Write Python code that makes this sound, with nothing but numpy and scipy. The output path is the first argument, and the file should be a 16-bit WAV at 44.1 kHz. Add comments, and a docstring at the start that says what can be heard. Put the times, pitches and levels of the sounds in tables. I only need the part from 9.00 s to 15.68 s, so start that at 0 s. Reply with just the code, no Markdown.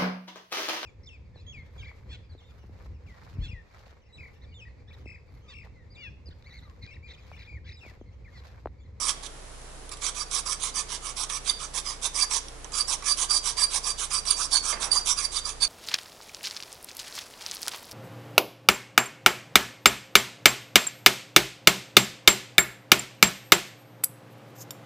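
"""Filing small metal parts

A fine steel file rasps in quick push and pull strokes over small metal contacts held in the hand, in a plywood
workshop. Dense random clicks excite scratch, blade and contact resonances; slips add a squealing tone with its octave.
Dying noise bursts tick and knock: sharp bites as strokes begin, light touches, one thump. A sleeve drags once.
The right microphone is much nearer than the left. Shaped noise makes hiss and room air, sines make a far motor
and the recorder's frame-rate buzz."""
import sys
import numpy as np
from scipy import signal
from scipy.fft import rfft, irfft, next_fast_len
from scipy.io import wavfile
from scipy.ndimage import map_coordinates

SR = 44100
rng = np.random.default_rng(int(sys.argv[2]) if len(sys.argv) > 2 else 0)


def persist_wave(psi):
    """Save psi, clipped to +-1, as 16-bit WAV."""
    counts = np.round(np.clip(psi, -1, 1) * 32767).astype(np.int16)
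    wavfile.write(sys.argv[1], SR, np.atleast_2d(counts).T)


def field_ratio(decibels):
    """Amplitude ratio for a level in dB (20 dB per decade); scalars and array-likes work."""
    return 10 ** (np.asarray(decibels, dtype=float) / 20)


N = 294588  # samples in the scene


def unit(x):
    """Scale to rms 1."""
    return x / np.sqrt(np.mean(x ** 2) + 1e-20)


def along(points, hz):
    """Interpolate (frequency_hz, value) points on a log frequency axis."""
    f, v = np.transpose(points)
    return np.interp(np.log(hz + 1), np.log(f + 1), v)


def filtered(x, response):
    """Multiply the spectrum of x by a response, real or complex, given as a function of frequency."""
    n = x.shape[-1]
    padded = next_fast_len(n + 4096)
    hz = np.fft.rfftfreq(padded, 1 / SR)
    return irfft(rfft(x, padded) * response(hz), padded)[..., :n]


def wobble(n, rate):
    """A smooth random curve over n samples, with rate knots a second."""
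    knots = rng.standard_normal(int(n * rate / SR) + 4)
    return map_coordinates(knots, [np.arange(n) * rate / SR])


def resonant(x, modes, detune, scatter_db):
    """Ring x through modes; as the contact point travels, each is driven now harder, now softer."""
    hz, width, db = np.transpose(modes)[..., None]
    hz = hz * (1 + detune * rng.standard_normal(hz.shape))
    travel = np.array([wobble(len(x), 33.7) for _ in modes])
    drive = x * field_ratio(db + scatter_db * travel)
    rings = filtered(drive, lambda f: 1j * f * width / (hz * hz - f * f + 1j * f * width))
    signs = (-1.) ** np.arange(len(modes))  # neighbouring modes add in opposite polarity
    return signs @ rings


def swell(t, peak, rise, fall, edge_db, curve):
    """Gain 1 at the peak, edge_db down one rise before and one fall after; a higher curve is flatter on top."""
    distance = np.abs(np.where(t < peak, (peak - t) / rise, (t - peak) / fall))
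    return field_ratio(-edge_db * distance ** curve)


def add(track, s, x):
    """Mix x into the track from s seconds, trimming whatever falls outside."""
    at = round(s * SR)
    part = track[max(at, 0):][:len(x) + min(at, 0)]
    part += x[max(-at, 0):][:len(part)]


def grains(n, spiky_db):
    """Dense friction noise: every sample is a click scaled by a random size, capped so none towers."""
    size = np.minimum(rng.exponential(size=n), 5)
    return unit(rng.standard_normal(n) * field_ratio(spiky_db * size))


def tone(hz, db, lag=0):
    """A steady sine of db rms, lag in radians."""
    t = np.arange(N) / SR
    return np.sqrt(2) * field_ratio(db) * np.cos(2 * np.pi * hz * t + lag)


# Hiss spectrum, shape only: frequency_hz, density_db (relative, per Hz)
HISS_SPECTRUM = [(10, 13), (30, 10), (80, 5), (300, -2.5), (1500, -9), (4000, -4), (11000, -4.5)]


def recorder_hiss():
    """Noise unrelated in the two channels, shaped like the recorder's hiss."""
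    hiss = filtered(rng.standard_normal((2, N)), lambda hz: field_ratio(along(HISS_SPECTRUM, hz)))
    return field_ratio(-47) * unit(hiss)


# Room air spectrum, shape only: frequency_hz, density_db (relative, per Hz)
AIR_SPECTRUM = [(40, -12), (120, -3), (250, -5), (440, -0.5), (800, -3), (1500, -7), (3000, -16.5),
                (6000, -42)]


def room_air():
    """Shaped noise, stronger at the right; the left gets a little of it and a noise of its own."""
    noise = rng.standard_normal((2, N))
    near, far = unit(filtered(noise, lambda hz: field_ratio(along(AIR_SPECTRUM, hz))))
    return field_ratio(-47) * np.array([field_ratio(-18.5) * near + field_ratio(-10) * far, near])


# Far motor's tones: pitch_hz, level_db (rms before the channel gains)
MOTOR_TONES = [(147.4, -69), (294.5, -70.5), (442, -64)]


def far_motor():
    """Steady tones whose levels wander separately, 6 dB down at the left and 3 dB up at the right."""
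    motor = sum(tone(hz, db) * field_ratio(2.8 * wobble(N, 2.87)) for hz, db in MOTOR_TONES)
    return motor * field_ratio([[-6], [3]])


# Frame buzz: multiple (of the frame rate), level_db (rms)
BUZZ_PARTIALS = [(.5, -73), (1, -47), (2, -54), (3, -63), (4, -65), (5, -86), (6, -72)]


def frame_buzz():
    """Partials of the frame rate, common to both channels; phase lags smear each pulse in time."""
    frame_hz, smear_rad = 29.97, .93  # the lag grows with the squared multiple
    return -sum(tone(k * frame_hz, db, lag=smear_rad * k * k) for k, db in BUZZ_PARTIALS)


# Workshop decay: frequency_hz, t60_s
SHOP_DECAY = [(300, 0.36), (2000, 0.76), (6000, 0.39), (11000, 0.24)]


def workshop(x):
    """The walls answer each quarter second with a new noise tail per microphone; each frequency dies at its own speed."""
    out, step = np.zeros((2, N + SR)), SR // 4
    for start in range(0, N, step):
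        noise = rng.standard_normal((2, SR // 3))
        hz, t, spectrum = signal.stft(noise, SR, nperseg=256)
        decay = field_ratio(-60 * t / along(SHOP_DECAY, hz)[:, None])
        tail = signal.istft(spectrum * decay, SR, nperseg=256)[1]
        tail = tail / np.linalg.norm(tail[0])
        wet = signal.fftconvolve(x[None, start:start + step], tail, axes=1)
        out[:, start:start + wet.shape[1]] += wet
    return out[:, :N]


# Cloth spectrum, shape only: frequency_hz, gain_db
CLOTH_SPECTRUM = [(100, -20), (300, -16), (1000, -8.5), (2500, -18), (4000, -34)]


def sleeve():
    """Cloth drags once as the arm shifts, and snags: shaped friction noise under a swell and a sharp decay."""
    start_s, snag_s, end_s = 5.66, 5.727, 6.0
    cloth = unit(filtered(grains(N, spiky_db=-1), lambda hz: field_ratio(along(CLOTH_SPECTRUM, hz))))
    unevenness_db = 1.5 * wobble(N, 40)
    t = np.arange(N) / SR
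    snagged = t > snag_s
    shift = swell(t, snag_s, snag_s - start_s, end_s - snag_s, edge_db=7.5, curve=3.9)
    shift = shift * np.where(snagged, 1, .45)  # softer before the snag
    snag = snagged * field_ratio(2.5 - 60 * np.abs(t - snag_s) / 0.095)  # t60 of 95 ms
    return field_ratio(-41.5 + unevenness_db) * (shift + snag) * cloth


# Resonances of scratched metal, shared by ticks and strokes: centre_hz, width_hz, drive_db
SCRATCH_MODES = [(5630, 570, 2), (6096, 860, 0.5), (7480, 840, -3.5), (8250, 540, -2), (9300, 920, -2.5),
                 (10480, 1560, -6.5)]
# Blade resonances, scaled in pitch and width by each stroke: centre_hz, width_hz, drive_db
BLADE_MODES = [(1061, 305, 0.5), (1186, 244, 2), (1670, 71, -8), (2224, 280, -7.5)]
# Broad resonances of the held contact: centre_hz, width_hz, drive_db
CONTACT_MODES = [(2830, 410, -6), (2956, 495, -1), (3650, 1240, -1)]
# Ticks and knocks of file on metal: sharp bites as strokes begin, light touches, one thump:
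# start_s, strength_db (trimmed as they play), knock_db (over the tick)
TICKS_PLAYED = [(0.084, -14, -24), (0.093, -10, -19), (0.104, -18, -25), (0.2665, -31.5, -30),
                (0.2623, -21, -35), (0.616, -38, -22), (0.8918, -32, -16), (0.9702, -30, -22),
                (1.02, -24.5, -7.5), (1.065, -12.5, -25), (1.3123, -22.5, -28), (1.769, -21, -33),
                (2.2986, -20.5, -12), (2.736, -32, -17), (2.8607, -23, -21), (3.3111, -16, -10.5),
                (3.4835, -30, -18), (3.6442, -26, -9.5), (3.7199, -27.5, -8), (4.0233, -28.5, -1.5),
                (4.308, -19, -13), (4.5685, -28, -10), (5.106, -27, -4), (5.253, -25, -10),
                (5.725, -30.5, 7.5), (5.829, -21, -30), (5.916, -21, -29), (6.176, -24, -17),
                (6.3255, -32, -22), (6.452, -32, -20), (6.468, -22, -25), (6.492, -22, -28),
                (6.6066, -31, -37)]


def ticks_and_knocks():
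    """Brief contact: dying noise through the metal's modes makes a tick, through the blade's a knock."""
    out, t = np.zeros(N), np.arange(SR // 20) / SR
    metal = SCRATCH_MODES + CONTACT_MODES
    for start, db, knock_db in TICKS_PLAYED:
        tick = unit(resonant(rng.standard_normal(len(t)), metal, detune=0.0058, scatter_db=3.5))
        tick = tick * field_ratio(-60 * t / 0.037)
        knock = unit(resonant(rng.standard_normal(len(t)), BLADE_MODES, detune=0.015, scatter_db=-1))
        knock = knock * field_ratio(knock_db - 60 * t / 0.16)
        add(out, start, field_ratio(db - 8.5) * (tick + knock))
    return out


# The file's lightly damped mode, driven harder or softer by each stroke: centre_hz, width_hz, drive_db
RING_MODE = [(4700, 24, 3)]
# Squeals: peak_s, level_db (of the tone, before roughness), pitch_hz, length_s (between points 6 dB down)
SQUEALS_PLAYED = [(0.093, -32.5, 3240, 0.017), (1.055, -34, 4650, 0.017), (1.213, -33.5, 4680, 0.012),
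                  (1.478, -36, 4810, 0.017), (1.786, -35, 4700, 0.047), (2.486, -31, 4870, .015),
                  (2.499, -28, 3620, .012), (2.5, -18.5, 4666, 0.0067), (2.872, -33.5, 4940, .015),
                  (2.894, -33, 5020, 0.03), (3.055, -36, 3650, 0.024), (3.167, -31.5, 4840, 0.018),
                  (3.2, -39, 4750, 0.028), (3.227, -21.5, 4680, 0.021), (3.742, -29.5, 4850, 0.0092),
                  (3.809, -26, 4685, 0.025), (4.096, -34, 4690, .026), (4.119, -23, 4683, .027),
                  (4.312, -23, 4700, 0.017), (4.345, -24, 4700, 0.036), (4.373, -24, 4696, 0.028),
                  (4.591, -29.5, 4740, 0.025), (4.616, -32, 4700, 0.023), (4.641, -20, 4703, 0.02),
                  (4.846, -35, 4730, .013), (4.905, -29.5, 4690, .024), (5.12, -33, 4920, 0.0087),
                  (5.188, -31.5, 4740, .019), (5.286, -26.5, 4704, .013), (5.311, -16, 4640, 0.0063),
                  (5.312, -17.5, 9280, 0.0079), (5.316, -41, 3760, 0.021), (5.464, -38, 4800, 0.012),
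                  (5.536, -26.5, 4560, 0.02), (5.539, -27.5, 9120, 0.02), (5.561, -38, 1610, 0.021),
                  (5.562, -18, 4470, 0.019), (5.579, -24, 4570, 0.015), (5.716, -35, 3120, 0.0099),
                  (5.738, -32.5, 4720, 0.02), (5.919, -16, 4640, 0.0075), (5.932, -20.5, 4630, 0.01),
                  (5.948, -32, 4720, .008), (5.973, -36.5, 1160, 0.02), (5.977, -22, 4756, 0.023),
                  (6.188, -27, 4830, 0.016), (6.254, -25, 4705, 0.016), (6.104, -33.5, 3600, .03),
                  (6.383, -34.5, 3650, 0.021), (6.632, -33.5, 3550, .02), (6.37, -24, 4670, .012),
                  (6.459, -29, 4770, 0.012), (6.61, -33, 4560, 0.0082), (6.631, -19, 4550, 0.018),
                  (6.65, -23.5, 4520, 0.013)]


def squeals():
    """Stick-slip locks onto a mode of the file; its lopsided cycle adds the octave, and the released mode rings
    on."""
    out, t = np.zeros(N), np.arange(SR // 4) / SR
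    peak_s, rough_db = .06, 2.2
    ring_span_hz = 500  # squeals further than this from the ringing mode are gritty and stop dead
    firm_db, octave_grows = -22.5, 0.41  # a firm squeal; octave dB gained for each dB above it
    octave_hz, octave_width_hz, octave_peak_db = 9300, 160, -5  # an upper mode lifts octaves near it
    # one unsteady vibration runs through all squeals
    clock = np.cumsum(1 + .003 * (wobble(N + SR, 40) + wobble(N + SR, 300))) / SR
    after = np.clip(t - peak_s, 0, None)
    ring = field_ratio(-9 - 60 * after / .22) * (1 - np.exp(-after / .03))  # fades in, t60 0.22 s
    for at, db, hz, length in SQUEALS_PLAYED:
        phase = 2 * np.pi * hz * clock[round(at * SR):][:len(t)]
        hold = swell(t, peak_s, length / 2, length / 2, edge_db=6, curve=1.53)
        grip = hold * field_ratio(rough_db * wobble(len(t), 299))
        rings = abs(hz - RING_MODE[0][0]) < ring_span_hz
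        # passing teeth roughen each cycle and spread the tone
        grit = 1 + 0.21 * wobble(len(t), 2000) + (not rings) * 0.82 * wobble(len(t), 501)
        off_mode = (2 * hz - octave_hz) / octave_width_hz
        octave_db = octave_peak_db + octave_grows * (db - firm_db) - off_mode ** 2
        octave = field_ratio(octave_db) * hold ** 0.81 * np.cos(2 * phase)
        slip = grit * grip * (np.sin(phase) - octave)
        release = rings * ring * field_ratio(rough_db * wobble(len(t), 70)) * np.sin(phase)
        add(out, at - peak_s, np.sqrt(2) * field_ratio(db) * (slip - release))
    return out


# Strokes, pull and push in turn, a pull first:
# start_s (7.5 dB under the peak), time_to_peak_s, length_s (between points 7.5 dB down), scratch_db
STROKES_PLAYED = [(0, 0.079, 0.12, -29), (.228, 0.01, .047, -44), (.914, .0074, .031, -40),
                  (1.024, 0.055, 0.077, -30), (1.155, .058, 0.079, -33.5), (1.318, 0.054, .081, -28),
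                  (1.464, 0.051, 0.084, -29), (1.607, 0.055, 0.086, -30.5), (1.749, 0.031, 0.071, -29.5),
                  (1.893, .052, 0.077, -33.5), (2.029, 0.057, .091, -36.5), (2.173, 0.041, 0.074, -30),
                  (2.298, 0.053, 0.083, -32.5), (2.456, .043, .064, -30), (2.592, 0.035, 0.078, -38),
                  (2.746, 0.035, .058, -30.5), (2.85, 0.03, 0.089, -36), (3.028, 0.028, 0.05, -28),
                  (3.149, .079, 0.099, -28), (3.31, 0.052, 0.077, -25), (3.738, .044, 0.085, -27.5),
                  (3.884, 0.049, 0.067, -26), (4.048, 0.046, .086, -28), (4.178, 0.043, 0.071, -25.5),
                  (4.303, 0.049, 0.081, -25.5), (4.443, .045, .073, -26), (4.576, 0.038, 0.079, -26),
                  (4.714, .051, 0.072, -27), (4.842, .048, 0.081, -29.5), (4.986, 0.031, .068, -29),
                  (5.11, .047, 0.083, -27), (5.26, .045, 0.076, -28), (5.369, 0.063, .094, -29.5),
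                  (5.518, 0.031, 0.065, -24.5), (5.637, 0.059, 0.1, -28.5), (5.807, .024, 0.062, -29.5),
                  (5.914, 0.019, 0.083, -28.5), (6.065, 0.039, 0.063, -21), (6.169, 0.054, 0.093, -29),
                  (6.323, 0.05, .075, -31), (6.446, 0.039, 0.078, -35.5), (6.614, .034, 0.043, -28.5)]


def rasp():
    """Each stroke bites, swells with hand speed and shakes blade and contact, which ring on a moment."""
    # pairs are (pull, push)
    flatness = (2.9, 2.15)  # the pull holds its speed, the push peaks
    ring_db = (2, -6)  # the pull rings the file's mode more
    blade_bend, blade_damp = (1.023, .97), (0.73, 1)  # pitch factor (the pull stiffens), width factor
    blade_over_db, contact_over_db = (-9, -10), (-11, -7)  # over the scratch of an ordinary stroke
    usual_db = -29  # scratch level of an ordinary stroke
    blade_lag, contact_lag = 0.41, 0.42  # dB lost against the scratch for each dB of harder stroke
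    out, lead_s = np.zeros(N), .02
    t = np.arange(SR // 4) / SR - lead_s
    for k, (start, peak, length, db) in enumerate(STROKES_PLAYED):
        way = k % 2  # 0 pull, 1 push
        bite = np.clip((t + 0.029) / 0.025, 0, 1) ** 2
        speed = swell(t, peak, peak, length - peak, edge_db=7.5, curve=flatness[way])
        # pressure flutters as teeth skip
        pressure = field_ratio(1.27 * wobble(len(t), 56.2) + 0.9 * wobble(len(t), 260.5))
        drive = bite * speed * pressure
        catch = drive * grains(len(t), spiky_db=3)  # the same teeth drive every part
        ring = np.add(RING_MODE, [0, 0, ring_db[way]])
        blade = np.multiply(BLADE_MODES, [blade_bend[way], blade_damp[way], 1])
        harder_db = db - usual_db
        blade_db = blade_over_db[way] - blade_lag * harder_db
        contact_db = contact_over_db[way] - contact_lag * harder_db
        # modes, detune, level over the scratch in dB
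        parts = [([*ring, *SCRATCH_MODES], .006, 0), (blade, .02, blade_db), (CONTACT_MODES, .02, contact_db)]
        sound = 0
        for modes, detune, over_db in parts:
            sound = sound + field_ratio(over_db) * unit(resonant(catch, modes, detune, scatter_db=2))
        add(out, start - lead_s, field_ratio(db) * np.sqrt(np.mean(drive ** 2)) * sound)
    return out


# Direct sound at the left microphone: frequency_hz, gain_db
LEFT_SHADE = [(500, -9.5), (1200, -10.5), (2500, -11), (4700, -12), (8000, -10), (11000, -10.5)]


def scene():
    """The work is close to the right microphone; the left hears it shaded, and the workshop answers both."""
    work = rasp() + squeals() + ticks_and_knocks() + sleeve()
    left = filtered(work, lambda hz: field_ratio(along(LEFT_SHADE, hz)))
    direct = np.array([left, field_ratio(4) * work])
    room = field_ratio([[-14], [-11]]) * workshop(work)
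    background = recorder_hiss() + room_air() + far_motor() + frame_buzz()
    return direct + room + background


# Steep top cut: frequency_hz, gain_db
TOP_CUT = [(11010, 0), (11040, -30), (11150, -60), (12300, -80)]


def cut_top(x):
    """A steep filter removes everything above 11 kHz."""
    return filtered(x, lambda hz: field_ratio(along(TOP_CUT, hz)))


def low_pass(x):
    """Removes everything above the highest recorded frequency."""
    return signal.sosfilt(signal.butter(12, 12230, fs=SR, output="sos"), x)


def record(dry):
    """Peaks are limited to full scale, then a steep filter removes everything above 11 kHz."""
    limited = np.clip(dry, -1, 1)
    mix = cut_top(limited)
    return low_pass(mix)


dry = scene()
out = record(dry)
persist_wave(out)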